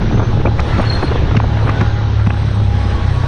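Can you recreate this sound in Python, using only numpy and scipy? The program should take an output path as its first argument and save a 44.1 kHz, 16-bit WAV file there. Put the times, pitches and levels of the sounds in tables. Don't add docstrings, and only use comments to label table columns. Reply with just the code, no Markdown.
import sys
import numpy as np
from scipy import signal
from scipy.fft import rfft, irfft, next_fast_len
from scipy.io import wavfile
from scipy.ndimage import uniform_filter1d, map_coordinates

SR = 44100
rng = np.random.default_rng(int(sys.argv[2]) if len(sys.argv) > 2 else 0)


def store_pcm(level_fs):
    pcm = np.round(np.clip(level_fs, -1, 1) * 32767).astype(np.int16)
    wavfile.write(sys.argv[1], SR, np.atleast_2d(pcm).T)


def magnitude_from_level(level_db):
    exponent = np.asarray(level_db, float) / 20
    return 10 ** exponent


N = 144207

# time in seconds, shaft rate in Hz, level in dB, tilt in dB per order.
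ENGINE_S_HZ_DB_TILT = [(0, 37.1, -19.5, 2.5), (.15, 36.56, -15.5, 7.5), (.27, 36.57, -17.5, -4),
                       (.36, 36.37, -13.5, 5), (.5, 36.4, -13, -2), (.62, 36.85, -17, -6),
                       (.72, 36.81, -17, 4), (.9, 36.33, -15, 2), (1.05, 35.53, -21.5, -3),
                       (1.2, 34.74, -17, -10.5), (1.4, 35.53, -10, 2.5), (1.78, 36.11, -16, 4.5),
                       (1.95, 35.67, -14.5, 1.7), (2.17, 34.97, -13, 1), (2.55, 34.6, -13.5, 5),
                       (2.98, 31.97, -10.5, -3.3), (3.11, 31.76, -12, 0.5), (3.27, 31.2, -14, 3)]
# multiple of the shaft rate, level in dB.
EXHAUST_ORDER_DB = [(1, -20.5), (2, -5), (3, -3), (4, -21), (6, -30)]
PIPE_HZ, PIPE_WIDTH_HZ, PIPE_DB = 121.9, 6.8, 18.5
UNSTEADY_DB, UNSTEADY_RAD, BEAT_DB = 2.0, .36, .6

# time in seconds, level in dB, air level in dB.
STREET_S_DB_AIR = [
    (0, -30.5, -71.5),
    (.55, -30.5, -64),
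    (.7, -27, -58),
    (1.05, -27, -60.5),
    (1.3, -28, -64.5),
    (1.75, -26, -59.5),
    (2.05, -31, -69),
    (2.55, -32.5, -66.5),
    (2.9, -29, -59.5),
    (3.27, -28.5, -57.5),
]
# frequency in Hz, density in dB per Hz.
ROAD_HZ_DB = [(150, -15.5), (300, -4), (600, -7.5), (1500, -10), (2200, -16), (4000, -22), (9000, -65)]
# frequency in Hz, density in dB per Hz.
HISS_HZ_DB = [(2000, -34.5), (3000, -5), (3900, -0.5), (4800, -9.5), (5900, -9), (6600, -18), (7200, -34.5),
              (9000, -62)]
# frequency in Hz, density in dB per Hz.
AIR_HZ_DB = [(4000, -25), (5500, 0), (7200, -8), (9000, -9), (11000, -21.5), (13000, -33.5), (16000, -54)]
ROAD_DB, HISS_DB, AIR_DB = 1.5, -41.5, 4.5

# time in seconds, strength in dB.
WIND_S_DB = [
    (0, -20.5),
    (.25, -20.5),
    (1, -22.5),
    (1.55, -22),
    (2.6, -27.5),
    (3.27, -27),
]
# frequency in Hz, density in dB per Hz.
BUFFET_HZ_DB = [(8, 4.5), (22, -3.5), (120, -1), (170, -8.5), (400, -18), (800, -35.5), (2500, -63)]
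BUFFET_DB, FLUTTER_DB = 7, -10

# start in seconds, end in seconds, pitch in Hz, glide in Hz per s, level in dB.
SQUEALS_S_S_HZ_GLIDE_DB = [(.02, .22, 5810, -100, -56), (.11, .32, 6170, 60, -51),
                           (.17, .54, 9960, -150, -75), (.29, .39, 9220, -50, -71),
                           (.02, .16, 9010, -50, -73), (.51, .66, 6690, -300, -60),
                           (.74, .86, 6600, -500, -58), (.71, .81, 4350, -50, -46),
                           (.85, .9, 4315, -500, -39), (.895, .925, 4285, -500, -31),
                           (.92, .946, 4270, -500, -30), (.948, .972, 4240, -300, -31),
                           (.972, 1.018, 4225, 300, -36), (1.02, 1.063, 4243, -300, -41),
                           (1.07, 1.097, 4225, -50, -40), (.62, .71, 8895, -200, -63),
                           (.73, .82, 9015, -500, -61), (.81, .87, 8790, 300, -58),
                           (.91, .99, 8940, -900, -62), (1.0, 1.09, 9043, -100, -59),
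                           (.9, .99, 8520, -100, -60), (1.37, 1.53, 6405, -100, -59),
                           (1.54, 1.72, 9195, -600, -67), (1.63, 1.74, 8475, -100, -64),
                           (1.74, 2.06, 6440, 50, -61), (2.17, 2.72, 8315, -120, -64),
                           (2.7, 2.98, 8300, 50, -63), (3.0, 3.3, 8310, 50, -64),
                           (2.68, 3.03, 5005, -60, -55), (2.7, 3.0, 5070, 100, -57),
                           (2.45, 3.0, 8480, 50, -70), (3.1, 3.3, 8600, 50, -67)]
# time in seconds, length in ms, level in dB, pitch in Hz.
SNAPS_S_MS_DB_HZ = [(0.022, 13, -22.5, 1045), (0.131, 8, -24.5, 915), (0.176, 9.1, -25, 1360),
                    (0.201, 12, -16.5, 1143), (0.22, 6.7, -19, 860), (0.23, 13, -20, 917),
                    (0.456, 5, -15, 846), (0.472, 7.6, -16.5, 700), (0.587, 6, -26, 1890),
                    (0.597, 6, -11, 1630), (0.605, 6.5, -22, 1130), (0.483, 7, -20.5, 800),
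                    (0.41, 12, -22, 1103), (0.787, 9, -17, 892), (0.802, 10, -13, 1006),
                    (0.83, 6, -23, 955), (0.841, 6.7, -21, 880), (0.923, 12, -24.5, 1030),
                    (1.029, 8, -16, 1206), (1.038, 7, -16, 685), (1.121, 9.4, -17.5, 1016),
                    (1.159, 5.5, -17, 900), (1.3125, 4.5, -18.5, 853), (1.35, 8.2, -17.5, 868),
                    (1.369, 3.7, -18.5, 1790), (1.3745, 4.3, -18.5, 1500), (1.402, 2.5, -14.5, 1500),
                    (1.443, 5.6, -19.5, 877), (1.529, 2.7, -22, 1150), (1.573, 4.4, -19.5, 1287),
                    (1.694, 6.3, -10.5, 1474), (1.661, 8, -23, 800), (1.678, 12, -14, 1310),
                    (1.702, 6.6, -18, 1620), (1.813, 7, -15.5, 1870), (1.819, 6, -21, 1212),
                    (1.988, 7.8, -32.5, 920), (2.198, 8, -26, 1120), (2.272, 4, -18, 1600),
                    (2.265, 6.79, -25, 1820), (2.306, 4.5, -19.5, 1365), (3.241, 13, -21.5, 1074)]
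# frequency in Hz, gain in dB.
CAVITY_HZ_DB = [(20, 0), (2600, 0), (3100, -12), (6000, -22), (12000, -50)]
# time in seconds, depth in dB, pitch in Hz.
SUCKS_S_DB_HZ = [
    (.176, -9, 300),
    (.403, -7, 300),
    (.4585, -6, 260),
    (1.037, -4, 290),
    (1.364, -4, 150),
    (1.373, -1, 160),
    (1.692, -7, 260),
    (1.817, -1, 170),
    (2.2752, -1, 160),
]
# time in seconds, level in dB, pitch in Hz.
THUMPS_S_DB_HZ = [
    (.236, -16.5, 247),
    (.406, -17.5, 313),
    (.477, -14.5, 269),
    (0.795, -12, 241.4),
    (1.039, -13.5, 340),
    (1.115, -18, 334),
    (1.32, -19, 330.3),
    (1.366, -12, 304),
    (1.668, -15.5, 347.1),
    (1.822, -14, 240),
]
# start in seconds, end in seconds, pitch in Hz, level in dB.
WHISTLES_S_S_HZ_DB = [(.3, .58, 822, -34.5), (.6, .71, 820, -35), (1.44, 1.64, 825, -34),
                      (1.6, 2.12, 821, -35), (2.25, 2.42, 820, -36), (2.55, 3.18, 820, -34.5),
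                      (.7, .8, 1350, -33), (1.48, 1.76, 965, -39), (2.0, 2.22, 960, -42),
                      (2.35, 3.05, 188, -33), (2.6, 3.1, 222, -34), (2.74, 2.9, 1118, -39),
                      (2.93, 3.1, 1116, -36), (3.12, 3.33, 1117, -33), (3.1, 3.35, 967, -39),
                      (1.79, 1.92, 1430, -34), (1.71, 1.8, 1500, -35), (1.84, 1.93, 1590, -36),
                      (1.95, 2.14, 1400, -42), (2.17, 2.24, 1370, -36)]
# time in seconds, level in dB.
RINGS_S_DB = [
    (0.463, -21.5),
    (0.472, -26),
    (1.3684, -20),
    (1.401, -31),
    (1.812, -29.5),
    (2.272, -26),
    (2.305, -25.5),
]
# time in seconds, level in dB.
CRACKS_S_DB = [
    (.598, -28),
    (0.6042, -17.5),
    (1.37, -21.5),
    (1.402, -38.5),
    (1.696, -26.5),
    (1.813, -25),
    (2.272, -29),
    (2.306, -41),
]
# frequency in Hz, gain in dB.
PORT_HZ_DB = [(3000, 0), (6400, -5.5), (7200, -15.5), (10000, -19.5), (14000, -55)]
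THUMP_MS, RING_MS, RING_HZ, CRACK_MS, CRACK_HZ = 13.65, 3, 2500, 2.5, 5040

LIMIT_DB, RELEASE_S, RATIO = -9, 0.062, 0.32


def unit(x):
    return x / np.sqrt(np.mean(x ** 2) + 1e-20)


def curves(rows):
    s, *cols = np.transpose(rows)
    return [np.interp(np.arange(N) / SR, s, c) for c in cols]


def wobble(rate_hz):
    return map_coordinates(rng.standard_normal(400), [np.arange(N) * rate_hz / SR])


def coloured(x, points):
    size = next_fast_len(N + 8192)
    hz, db = np.transpose(points)
    log_hz = np.log(np.fft.rfftfreq(size, 1 / SR) + 1)
    gain = magnitude_from_level(np.interp(log_hz, np.log(hz + 1), db, left=-140, right=-140))
    return irfft(rfft(x, size) * gain, size)[:N]


def rush(points, patchy_db):
    z = signal.stft(rng.standard_normal(N), nperseg=512)[2]
    field = uniform_filter1d(rng.standard_normal(z.shape), size=5, axis=0)
    field = uniform_filter1d(field, size=8, axis=1)
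    noise = signal.istft(z * magnitude_from_level(patchy_db * unit(field)), nperseg=512)[1][:N]
    return unit(coloured(noise, points))


def grains(s, hz, gain, turns, phase=None):
    t = np.arange(-400, 400) / SR
    if phase is None:
        phase = rng.random((len(s), 1))
    bell = np.hanning(len(t)) * np.exp(-(t * hz[:, None] / turns) ** 2)
    wave = gain[:, None] * bell * np.cos(2 * np.pi * (t * hz[:, None] + phase))
    at = np.clip(np.round((s[:, None] + t) * SR).astype(int), 0, N)
    return np.bincount(at.ravel(), wave.ravel(), N + 1)[:N]


def eddies(rows, spread, turns, lift_db, count):
    s, ms, db, hz = (c[:, None] for c in np.transpose(rows))
    place = np.linspace(-.55, .55, count) + .1 * rng.standard_normal((len(s), count))
    when = s + np.abs(ms) / 1000 * place
    pitch = hz * np.exp(spread * rng.standard_normal(when.shape))
    build_db = -2.25 * np.linspace(1, 0, count)
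    gain = magnitude_from_level(db + lift_db + build_db + 2 * rng.standard_normal(when.shape)) * np.sqrt(hz / pitch)
    return grains(when.ravel(), pitch.ravel(), gain.ravel(), turns)


def tones(rows, flicker_db, flicker_rate_hz, waver_hz):
    out, flicker, waver = np.zeros(N), wobble(flicker_rate_hz), wobble(90)
    for start, end, hz, glide, db in rows:
        at = np.arange(int(start * SR), min(int(end * SR), N))
        pick = np.abs(at - rng.integers(N))
        u = (at / SR - start) / (end - start)
        pitch = hz + glide * (u - .5) * (end - start) + waver_hz * waver[pick]
        swell = np.abs(np.sin(np.pi * u)) ** .5
        level = magnitude_from_level(db + 4.0 + flicker_db * flicker[pick])
        out[at] += level * swell * np.sin(2 * np.pi * np.cumsum(pitch) / SR)
    return out


def engine():
    shaft_hz, db, tilt_db = curves(ENGINE_S_HZ_DB_TILT)
    turn = 2 * np.pi * np.cumsum(shaft_hz) / SR
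    beat_db = BEAT_DB * np.cos(turn / 2)
    out = np.zeros(N)
    for k, order_db in EXHAUST_ORDER_DB:
        load_db = tilt_db * (min(k, 4) - 2.5)
        pipe_db = PIPE_DB * np.exp(-((k * shaft_hz - PIPE_HZ) / PIPE_WIDTH_HZ) ** 2)
        level_db = db + order_db + load_db + beat_db + pipe_db + UNSTEADY_DB * wobble(9.02)
        out += magnitude_from_level(level_db) * np.sin(k * turn + UNSTEADY_RAD * wobble(12))
    return out * np.sqrt(2)


def street():
    db, air_db = curves(STREET_S_DB_AIR)
    body = magnitude_from_level(db + ROAD_DB) * rush(ROAD_HZ_DB, patchy_db=2.0)
    hiss = magnitude_from_level(HISS_DB + 0.36 * (db - db.mean())) * rush(HISS_HZ_DB, patchy_db=1.1)
    air = magnitude_from_level(air_db + AIR_DB) * rush(AIR_HZ_DB, patchy_db=1.5)
    return magnitude_from_level(.7 * wobble(7)) * (body + hiss + air)


def buffeting():
    db, = curves(WIND_S_DB)
    gusts = magnitude_from_level(1.8 * wobble(14)) * rush(BUFFET_HZ_DB, patchy_db=1.0)
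    return magnitude_from_level(db + BUFFET_DB) * unit(gusts)


def flutter():
    db, = curves(WIND_S_DB)
    s = rng.random(400) * N / SR
    hz = 650 * magnitude_from_level(4.65 * rng.standard_normal(400))
    gain = np.minimum(magnitude_from_level(-3 * np.log(rng.random(400))), 3.5)
    return magnitude_from_level(db + FLUTTER_DB) * unit(grains(s, hz, gain, turns=0.87))


def brake_squeals():
    return tones(SQUEALS_S_S_HZ_GLIDE_DB, flicker_db=4.5, flicker_rate_hz=80, waver_hz=26)


def snaps():
    return coloured(eddies(SNAPS_S_MS_DB_HZ, spread=0.4, turns=0.56, lift_db=1.5, count=16), CAVITY_HZ_DB)


def sucks():
    s, depth_db, hz = np.transpose(SUCKS_S_DB_HZ)
    return grains(s, hz, magnitude_from_level(depth_db), turns=.6, phase=.5)


def thumps():
    rows = [(s, THUMP_MS, db, hz) for s, db, hz in THUMPS_S_DB_HZ]
    return eddies(rows, spread=0.26, turns=0.73, lift_db=3, count=4)


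def mount_whistles():
    rows = [(start, end, hz, 0, db) for start, end, hz, db in WHISTLES_S_S_HZ_DB]
    return tones(rows, flicker_db=2.8, flicker_rate_hz=40, waver_hz=8)


def port_rings():
    rows = [(s, RING_MS, db, RING_HZ) for s, db in RINGS_S_DB]
    return eddies(rows, spread=.06, turns=4, lift_db=2.5, count=3)


def cracks():
    rows = [(s, CRACK_MS, db, CRACK_HZ) for s, db in CRACKS_S_DB]
    return coloured(eddies(rows, spread=0.38, turns=0.62, lift_db=7.5, count=5), PORT_HZ_DB)


def scene():
    wind = buffeting() + flutter() + snaps() + sucks() + thumps() + port_rings() + cracks()
    return (engine() + street() + wind + brake_squeals() + mount_whistles())[None]


def band_limit(x):
    return signal.sosfilt(signal.butter(12, 15650, fs=SR, output="sos"), x)


def record(dry):
    rms = np.abs(uniform_filter1d(dry ** 2, size=220, axis=1)) ** .5
    over_db = np.maximum(20 * np.log10(rms + 1e-9) - LIMIT_DB, 0)
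    keep = np.exp(-1 / (RELEASE_S * SR))
    duck_db = RATIO * 10 * signal.lfilter([1 - keep], [1, -keep], over_db, axis=1)
    x = dry * magnitude_from_level(-duck_db)
    x = x / (1 + np.abs(x / 1.05) ** 6) ** (1 / 6)
    fade_in = np.minimum(np.arange(N) / SR / .012 + .4, 1)
    return band_limit(x * fade_in)


dry = scene()
out = record(dry)
store_pcm(out)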